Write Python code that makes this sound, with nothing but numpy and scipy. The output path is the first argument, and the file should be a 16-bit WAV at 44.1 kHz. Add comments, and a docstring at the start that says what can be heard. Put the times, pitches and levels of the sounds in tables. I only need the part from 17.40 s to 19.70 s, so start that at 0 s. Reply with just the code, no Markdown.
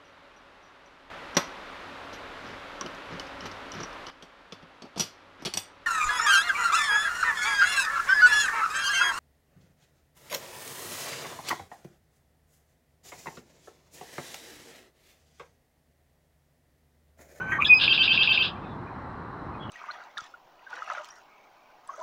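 """A red-winged blackbird sings once from a wooden post, close by in open country.
Its syrinx opens with a thin note, a pulsed creak and a few gurgles that climb to a loud whistle.
A rasp leads into a buzzy trill of six syllables, each a double pip, a swelling two-voiced tone
and a rasp. Then far birds answer faintly. A low outdoor wash runs throughout."""
import sys
import numpy as np
from scipy import signal
from scipy.fft import rfft, irfft
from scipy.io import wavfile
from scipy.ndimage import uniform_filter1d

SR = 44100
rng = np.random.default_rng(int(sys.argv[2]) if len(sys.argv) > 2 else 0)


def to_wav(s):
    """Save 16-bit WAV."""
    ch = np.atleast_2d(s).T  # columns
    pcm = np.round(np.clip(ch, -1, 1) * 32767)  # PCM
    wavfile.write(sys.argv[1], SR, pcm.astype(np.int16))


N = 101429


def thin_note(out):
    """Two quiet voices of the syrinx open the song."""
    # Each row: time in seconds, pitch in Hz, level in dB.
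    main_curve = [(0, 1520, -27.5), (.009, 1477, -36), (.021, 1524, -27.5), (.036, 1538, -39),
                  (.06, 1522, -38.5), (.092, 1527, -32.5), (.12, 1535, -34.5), (.16, 1530, -42.5),
                  (.19, 1464, -58.5)]
    second_curve = [(0, 2420, -55), (.06, 2320, -52.5), (.108, 2360, -42), (.116, 2480, -38.5),
                    (.126, 2470, -56)]
    # Harmonics 2-4 in dB re the fundamental.
    overtones_db = [-27.5, -50, -35.5]
    t, hz, db = follow(main_curve)
    add(out, t[0], eased(amp(db) * voice(hz, [0] + overtones_db, rough=.1)))
    t, hz, db = follow(second_curve)
    add(out, t[0], eased(amp(db) * voice(hz, [0], rough=.51)))


def creak(out):
    """Nearly regular pulses ring the throat."""
    # Each row: time in seconds, level in dB.
    shape = [(.108, -47.5), (0.117, -38), (0.121, -21), (.141, -27.5), (.148, -28), (.156, -29),
             (.17, -31.5), (.186, -34)]
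    # Each row: frequency in Hz, gain in dB.
    resonances = [(600, -47), (1250, -10.5), (1580, 2), (1880, 1.5), (2200, -6.5), (2850, -32), (3130, -14),
                  (3400, -37.5), (5400, -60), (6250, -28), (7600, -66.5)]
    add(out, shape[0][0], buzz(shape, resonances, air=.41, rate_hz=316, jitter=.042))


def gurgles(out):
    """Short gliding notes and pips under airy overtones that also swell with the creak."""
    # Each row: start and length in seconds, first and last pitch in Hz, harmonics 1-3 in dB, roughness.
    notes = [(0.183, .028, 1120, 1188, -22.5, -46.5, -65, 0.2),
             (0.199, .042, 1225, 1234, -33, -27, -57, 0.5),
             (0.258, 0.026, 1709, 1697, -34, -36.5, -41.5, 0.08),
             (0.274, .014, 2502, 2447, -44.5, -35, -69.5, 0.2),
             (0.248, 0.015, 3500, 3310, -21, -61.5, -69.5, 0.3),
             (0.259, 0.023, 3564, 3508, -24.5, -60.5, -71, 0.5),
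             (0.267, 0.026, 3407, 3467, -34.5, -68.5, -81, 0.3)]
    # Each row: time in seconds, level in dB.
    air_shape = [(0, -72.5), (.07, -72.5), (.105, -65), (.135, -60.5), (.17, -68.5), (.195, -80.5),
                 (.223, -55.5), (.238, -62.5), (.256, -59.5), (.275, -64.5), (.305, -80)]
    # Each row: frequency in Hz, gain in dB.
    air_spectrum = [(4000, -19.5), (5500, -11), (6400, 5.5), (7300, -3), (9000, -15), (11200, -3.5),
                    (12600, -18.5), (14100, -2.5), (15500, -24.5)]
    # Each row: centre and half width in seconds, pitch in Hz, level in dB.
    double_pip = [(.2208, .0008, 2430, -15.5), (.2238, .0009, 2480, -11.5)]
    single_pips = [(0.2367, .002, 2412, -21.5), (0.2457, .001, 2624, -26), (0.2485, 0.0012, 3740, -24.5),
                   (0.255, 0.0017, 2610, -27)]
    for start_s, length_s, first_hz, last_hz, *partials_db, rough in notes:
        u, envelope = swell(length_s)
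        add(out, start_s, envelope * voice(first_hz + (last_hz - first_hz) * u, partials_db, rough))
    add(out, air_shape[0][0], buzz(air_shape, air_spectrum, air=.8))
    for row in double_pip + single_pips:
        pip(out, *row)


def whistle(out):
    """One loud, steady voice; its octave grows as it fades."""
    # Each row: time in seconds, pitch in Hz, fundamental in dB, octave in dB.
    curve = [(.278, 2506, -34, -54.5), (.29, 2500, -27.5, -43.5), (.301, 2516, -13, -47),
             (.312, 2472, -9.3, -48.5), (.323, 2482, -9, -60.5), (.336, 2485, -7, -42),
             (.344, 2492, -13.5, -35), (.35, 2500, -19.5, -32), (.356, 2533, -18.5, -38),
             (.377, 2513, -24.5, -29), (.39, 2530, -28.5, -36), (.406, 2540, -37.5, -57)]
    # Harmonics 4-6 in dB re the fundamental.
    overtones_db = [-61.5, -48, -59]
    t, hz, db, octave_db = follow(curve)
    partials_db = [db, octave_db, octave_db - 33] + [db + top for top in overtones_db]
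    add(out, t[0], eased(voice(hz, partials_db, rough=.032)))


def lead_in(out):
    """A long rasp with a faint high fizz leads into the trill."""
    # Each row: time in seconds, level in dB.
    shape = [(.38, -50), (.396, -36), (0.401, -22), (.407, -32.5), (0.411, -22.5), (0.439, -19.5),
             (.455, -21.5), (0.478, -28), (.52, -37)]
    fizz_hz_db = [(8500, -30.5), (10200, 1), (12500, -30)]
    add(out, shape[0][0], rasp(shape))
    add(out, shape[0][0], amp(-44.5) * buzz(shape, fizz_hz_db, air=1))


def trill(out, rasp_delay_s=.046):
    """Ten syllables a second: two pips, two voices, a closing pip, a slur and a rasp, with high fizz."""
    # Each row: start in seconds, pip and tone in dB, tone pitch in Hz, second voice, rasp and fizz in dB.
    syllables = [(0.479, -12, -16, 1593, -20, -19.5, -62), (0.578, -15, -14.5, 1573, -21, -19, -64),
                 (0.678, -14.5, -16.5, 1572, -18, -20, -63), (.776, -13.5, -18, 1592, -18.5, -20, -62.5),
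                 (.875, -13.5, -18, 1576, -18.5, -20.5, -57.5), (0.9759, -13.5, -19.5, 1576, -20, -22, -59)]
    # Each row: delay and half width in seconds.
    pip_timing = [(.0012, .00095), (.0052, .0014), (.0478, .0015)]
    # Each row: pitch in Hz, level in dB re the syllable's pip level.
    pip_tones = [(2600, 0.89), (2630, -2.3), (2730, -2)]
    # Each row: seconds into the rasp (fizz: into the syllable), relative level in dB.
    rasp_shape = [(0, -8), (.014, -2.5), (.032, -3), (.05, -9.5), (.07, -14.5), (.096, -28.5)]
    fizz_shape = [(-.012, -18), (.003, -3.5), (.014, -14.5), (.038, -1), (.046, -1.5), (.056, -11.5),
                  (.088, -20.5)]
    # Each row: frequency in Hz, gain in dB.
    fizz_spectrum = [(6000, -19.5), (10200, -22.5), (11000, -5), (11500, -8), (12500, -0.5), (13100, -7),
                     (14100, 1.5), (15500, -16.5)]
    for start_s, pip_db, tone_db, tone_hz, second_db, rasp_db, fizz_db in syllables:
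        for (delay_s, width_s), (hz, db) in zip(pip_timing, pip_tones):
            pip(out, start_s + delay_s, width_s, hz, pip_db + db)
        swelling_tone(out, start_s, tone_hz, tone_db)
        second_voice(out, start_s, tone_hz, second_db)
        add(out, start_s + rasp_delay_s, amp(rasp_db) * slur())
        add(out, start_s + rasp_delay_s, amp(rasp_db) * rasp(rasp_shape))
        fizz = buzz(fizz_shape, fizz_spectrum, air=.45, rate_hz=330)
        add(out, start_s + fizz_shape[0][0], amp(fizz_db) * fizz)


def swelling_tone(out, start_s, hz, level_db, sag_hz_per_s=465, dulling_db_per_s=228.5):
    """A voice strongest at its octave; it sinks and dulls as it swells."""
    # Each row: seconds into the syllable, relative level in dB.
    shape = [(.005, -24.5), (.013, -12.5), (.03, -4), (.043, -0.5), (.048, -11.5), (.057, -16.5)]
    # Harmonics 1-2, relative level in dB.
    low_partials_db = [-22, -1.1]
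    t, db = follow(shape)
    high_partials_db = [onset_db - dulling_db_per_s * t for onset_db in (-8, -40, -53.5)]
    tone = voice(hz - sag_hz_per_s * t, low_partials_db + high_partials_db, rough=.09)
    add(out, start_s + t[0], eased(amp(level_db + db) * tone))


def second_voice(out, start_s, tone_hz, level_db, pitch_ratio=1.665, coupling_db=-27.5):
    """The other side of the syrinx sings below the tone's octave, modulated by the tone."""
    # Each row: seconds into the syllable, relative level in dB.
    shape = [(.007, -11.5), (.013, -8), (.019, -1), (.024, -11.5), (.03, -7), (.036, -5), (.042, 1),
             (.047, -7), (.06, -16), (.08, -13.5), (.1, -16)]
    t, db = follow(shape)
    coupling = 1 + 2 * amp(coupling_db) * np.sin(2 * np.pi * tone_hz * t)
    tone = voice(np.full(len(t), pitch_ratio * tone_hz), [0], rough=.21)
    add(out, start_s + t[0], eased(amp(level_db + db) * coupling * tone))


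def slur(first_hz=3250, last_hz=3670):
    """The upward slide that opens a rasp."""
    u, envelope = swell(length_s=.01)
    return amp(-4.5) * envelope * voice(first_hz + (last_hz - first_hz) * u, [0], rough=.17)


def rasp(shape):
    """Harsh, uneven pulses in the song's main resonances."""
    # Each row: frequency in Hz, gain in dB.
    resonances = [(1000, -29), (1450, -18.5), (1650, -10.5), (1900, -30), (2350, -19), (2720, 0),
                  (2920, -5.5), (3150, -2.5), (3550, -2.5), (3900, -7.5), (4300, -16), (5000, -13.5),
                  (5400, -35), (6100, -44), (9000, -58.5), (10100, -53.5), (11500, -65), (15000, -66.5)]
    return buzz(shape, resonances, air=.45)


def pip(out, centre_s, width_s, hz, db):
    """A Gaussian tone burst of a few milliseconds."""
    # Harmonic 2 in dB re the fundamental.
    overtones_db = [-40.5]
    t = np.arange(-4 * width_s, 4 * width_s, 1 / SR)
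    envelope = amp(db) * np.exp(-(t / width_s) ** 2 / 2)
    add(out, centre_s + t[0], envelope * voice(np.full(len(t), hz), [0] + overtones_db, rough=.073))


def voice(hz, partials_db, rough):
    """One side of the syrinx: harmonics on a pitch curve; rough (0-1) shakes pitch and strength."""
    phase = 2 * np.pi * np.cumsum(hz * (1 + .096 * rough * wobble(len(hz), rate_hz=440))) / SR
    flutter = (1 + rough * wobble(len(hz), rate_hz=370)) / np.sqrt(1 + rough ** 2)
    harmonics = sum(amp(db) * np.sin(k * phase) for k, db in enumerate(partials_db, 1))
    return np.sqrt(2) * flutter * harmonics


def buzz(shape, spectrum, air, rate_hz=480, jitter=.6, sweep_s_per_hz=8e-7):
    """Uneven syrinx pulses, each a tiny downward chirp, and air noise ring the throat and beak."""
    t, db = follow(shape)
    cycles = np.cumsum(rate_hz * np.exp(jitter * wobble(len(t), rate_hz=470))) / SR
    pulses = np.diff(np.floor(cycles), prepend=-1)
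    hz = np.fft.rfftfreq(len(t), 1 / SR)
    chirps = irfft(rfft(pulses) * np.exp(1j * np.pi * sweep_s_per_hz * hz ** 2), len(t))
    breath = air * rng.standard_normal(N)[:len(t)]
    return eased(colour(evened(chirps) + breath, spectrum) * amp(db))


def echoes(x, t60_s):
    """Sparse reflections from the ground and plants."""
    t = np.arange(SR) / SR
    taps = rng.standard_normal(SR) * (rng.random(SR) < 2000 / SR)
    taps *= (t > .004) * amp(-60 * t / t60_s)
    return signal.fftconvolve(x, taps / np.linalg.norm(taps))[:N]


def far_birds():
    """Faint rising chips and falling whistles from other birds."""
    # Each row: start and length in seconds, first and last pitch in Hz, level in dB, roughness.
    calls = [(1.157, 0.024, 2200, 2460, -54, .12), (1.224, 0.042, 2610, 2510, -58, 0.3),
             (1.18, .215, 3780, 3440, -66, 0.03), (1.225, .145, 3840, 3750, -67, 0.03),
             (1.463, .03, 2200, 2440, -56.5, .15), (2.134, 0.027, 2490, 2550, -57, 0.37),
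             (2.19, 0.081, 3350, 3298, -53, .13), (2.213, .065, 3080, 3010, -57.5, 0.5),
             (2.288, 0.025, 2950, 2800, -47, 0.46)]
    out = np.zeros(N)
    for start_s, length_s, first_hz, last_hz, db, rough in calls:
        u, envelope = swell(length_s)
        hz = last_hz + (first_hz - last_hz) * (1 - u) ** 2.4
        add(out, start_s, amp(db) * envelope * voice(hz, [0], rough))
    return out + amp(-5.5) * echoes(out, t60_s=.24)


def wash(level_db=-38.5, patch_db=.95):
    """Low outdoor noise, like far traffic and breeze, drifting in patches."""
    # Each row: frequency in Hz, relative density in dB.
    spectrum = [(15, -55.5), (25, -27), (57, -7), (109, -2), (166, -3.5), (277, -7.5), (354, -6.5),
                (400, -11.5), (633, -14), (800, -9.5), (1130, -8.5), (1650, -18.5), (2000, -24),
                (2460, -35), (2900, -36), (3500, -42.5), (4050, -35), (4500, -46.5), (5200, -47.5),
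                (6500, -57), (9000, -60), (15500, -69.5)]
    hz = np.fft.rfftfreq(2048, 1 / SR)
    real, imag, patches = rng.standard_normal((3, N // 512 + 5, len(hz)))
    patches = evened(uniform_filter1d(uniform_filter1d(patches, size=10, axis=0), size=12, axis=1))
    frames = (real + 1j * imag) * amp(spectrum_db(spectrum, hz) + patch_db * patches)
    return amp(level_db) * evened(signal.istft(frames.T, nperseg=2048, noverlap=1536)[1][:N])


def amp(db):
    """Decibels to gain."""
    return 10 ** (np.asarray(db) / 20)


def evened(x):
    """Scales to rms 1."""
    return x / np.sqrt(np.mean(x ** 2) + 1e-20)


def spectrum_db(points, hz):
    """Interpolates a spectrum on a log-frequency axis."""
    point_hz, db = np.transpose(points)
    return np.interp(np.log(hz + 1), np.log(point_hz), db)


def follow(points):
    """Time axis and sampled columns of a curve."""
    times_s, *columns = np.transpose(points)
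    t = np.arange(times_s[0], times_s[-1], 1 / SR)
    return [t] + [np.interp(t, times_s, column) for column in columns]


def add(mix, start_s, sound):
    """Mixes a sound in, in place."""
    part = mix[max(round(start_s * SR), 0):][:len(sound)]
    part += sound[:len(part)]


def colour(x, spectrum):
    """Minimum-phase filter; output at rms 1."""
    log_gain = np.log(amp(spectrum_db(spectrum, abs(np.fft.fftfreq(2048, 1 / SR)))))
    ring = np.fft.ifft(np.exp(np.conj(signal.hilbert(log_gain)))).real
    return evened(signal.fftconvolve(x, ring)[:len(x)])


def wobble(size, rate_hz):
    """Smooth random motion of rms about 1."""
    noise = rng.standard_normal(16384)
    hz = np.fft.rfftfreq(len(noise), 1 / SR)
    return evened(irfft(rfft(noise) * np.exp(-(hz / rate_hz) ** 2)))[:size]


def swell(length_s, edge_share=.3):
    """Progress 0-1 through a note, and its rise, hold and fall."""
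    u = np.linspace(0, 1, round(length_s * SR))
    return u, np.sin(np.pi / 2 * np.minimum(np.minimum(u, 1 - u) / edge_share, 1)) ** 2


def eased(sound, fade_s=.006):
    """Soft start and stop."""
    t = np.arange(len(sound)) / SR
    return sound * np.sin(np.pi / 2 * np.minimum(np.minimum(t, t[::-1]) / fade_s, 1)) ** 2


def scene():
    """The near bird, its echoes, far birds and the wash, in mono."""
    song = np.zeros(N)
    for sing in (thin_note, creak, gurgles, whistle, lead_in, trill):
        sing(song)
    space = amp(-17) * echoes(song, t60_s=.21) + amp(-27) * echoes(song, t60_s=.65)
    return (song + space + far_birds() + wash())[None]


def record(dry):
    """Steep low-pass on the top treble."""
    cutoff_hz = 15830
    lowpass = signal.firwin(511, cutoff_hz, window=("kaiser", 9), fs=SR)
    return signal.oaconvolve(dry, lowpass[None], "same")


dry = scene()
out = record(dry)
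to_wav(out)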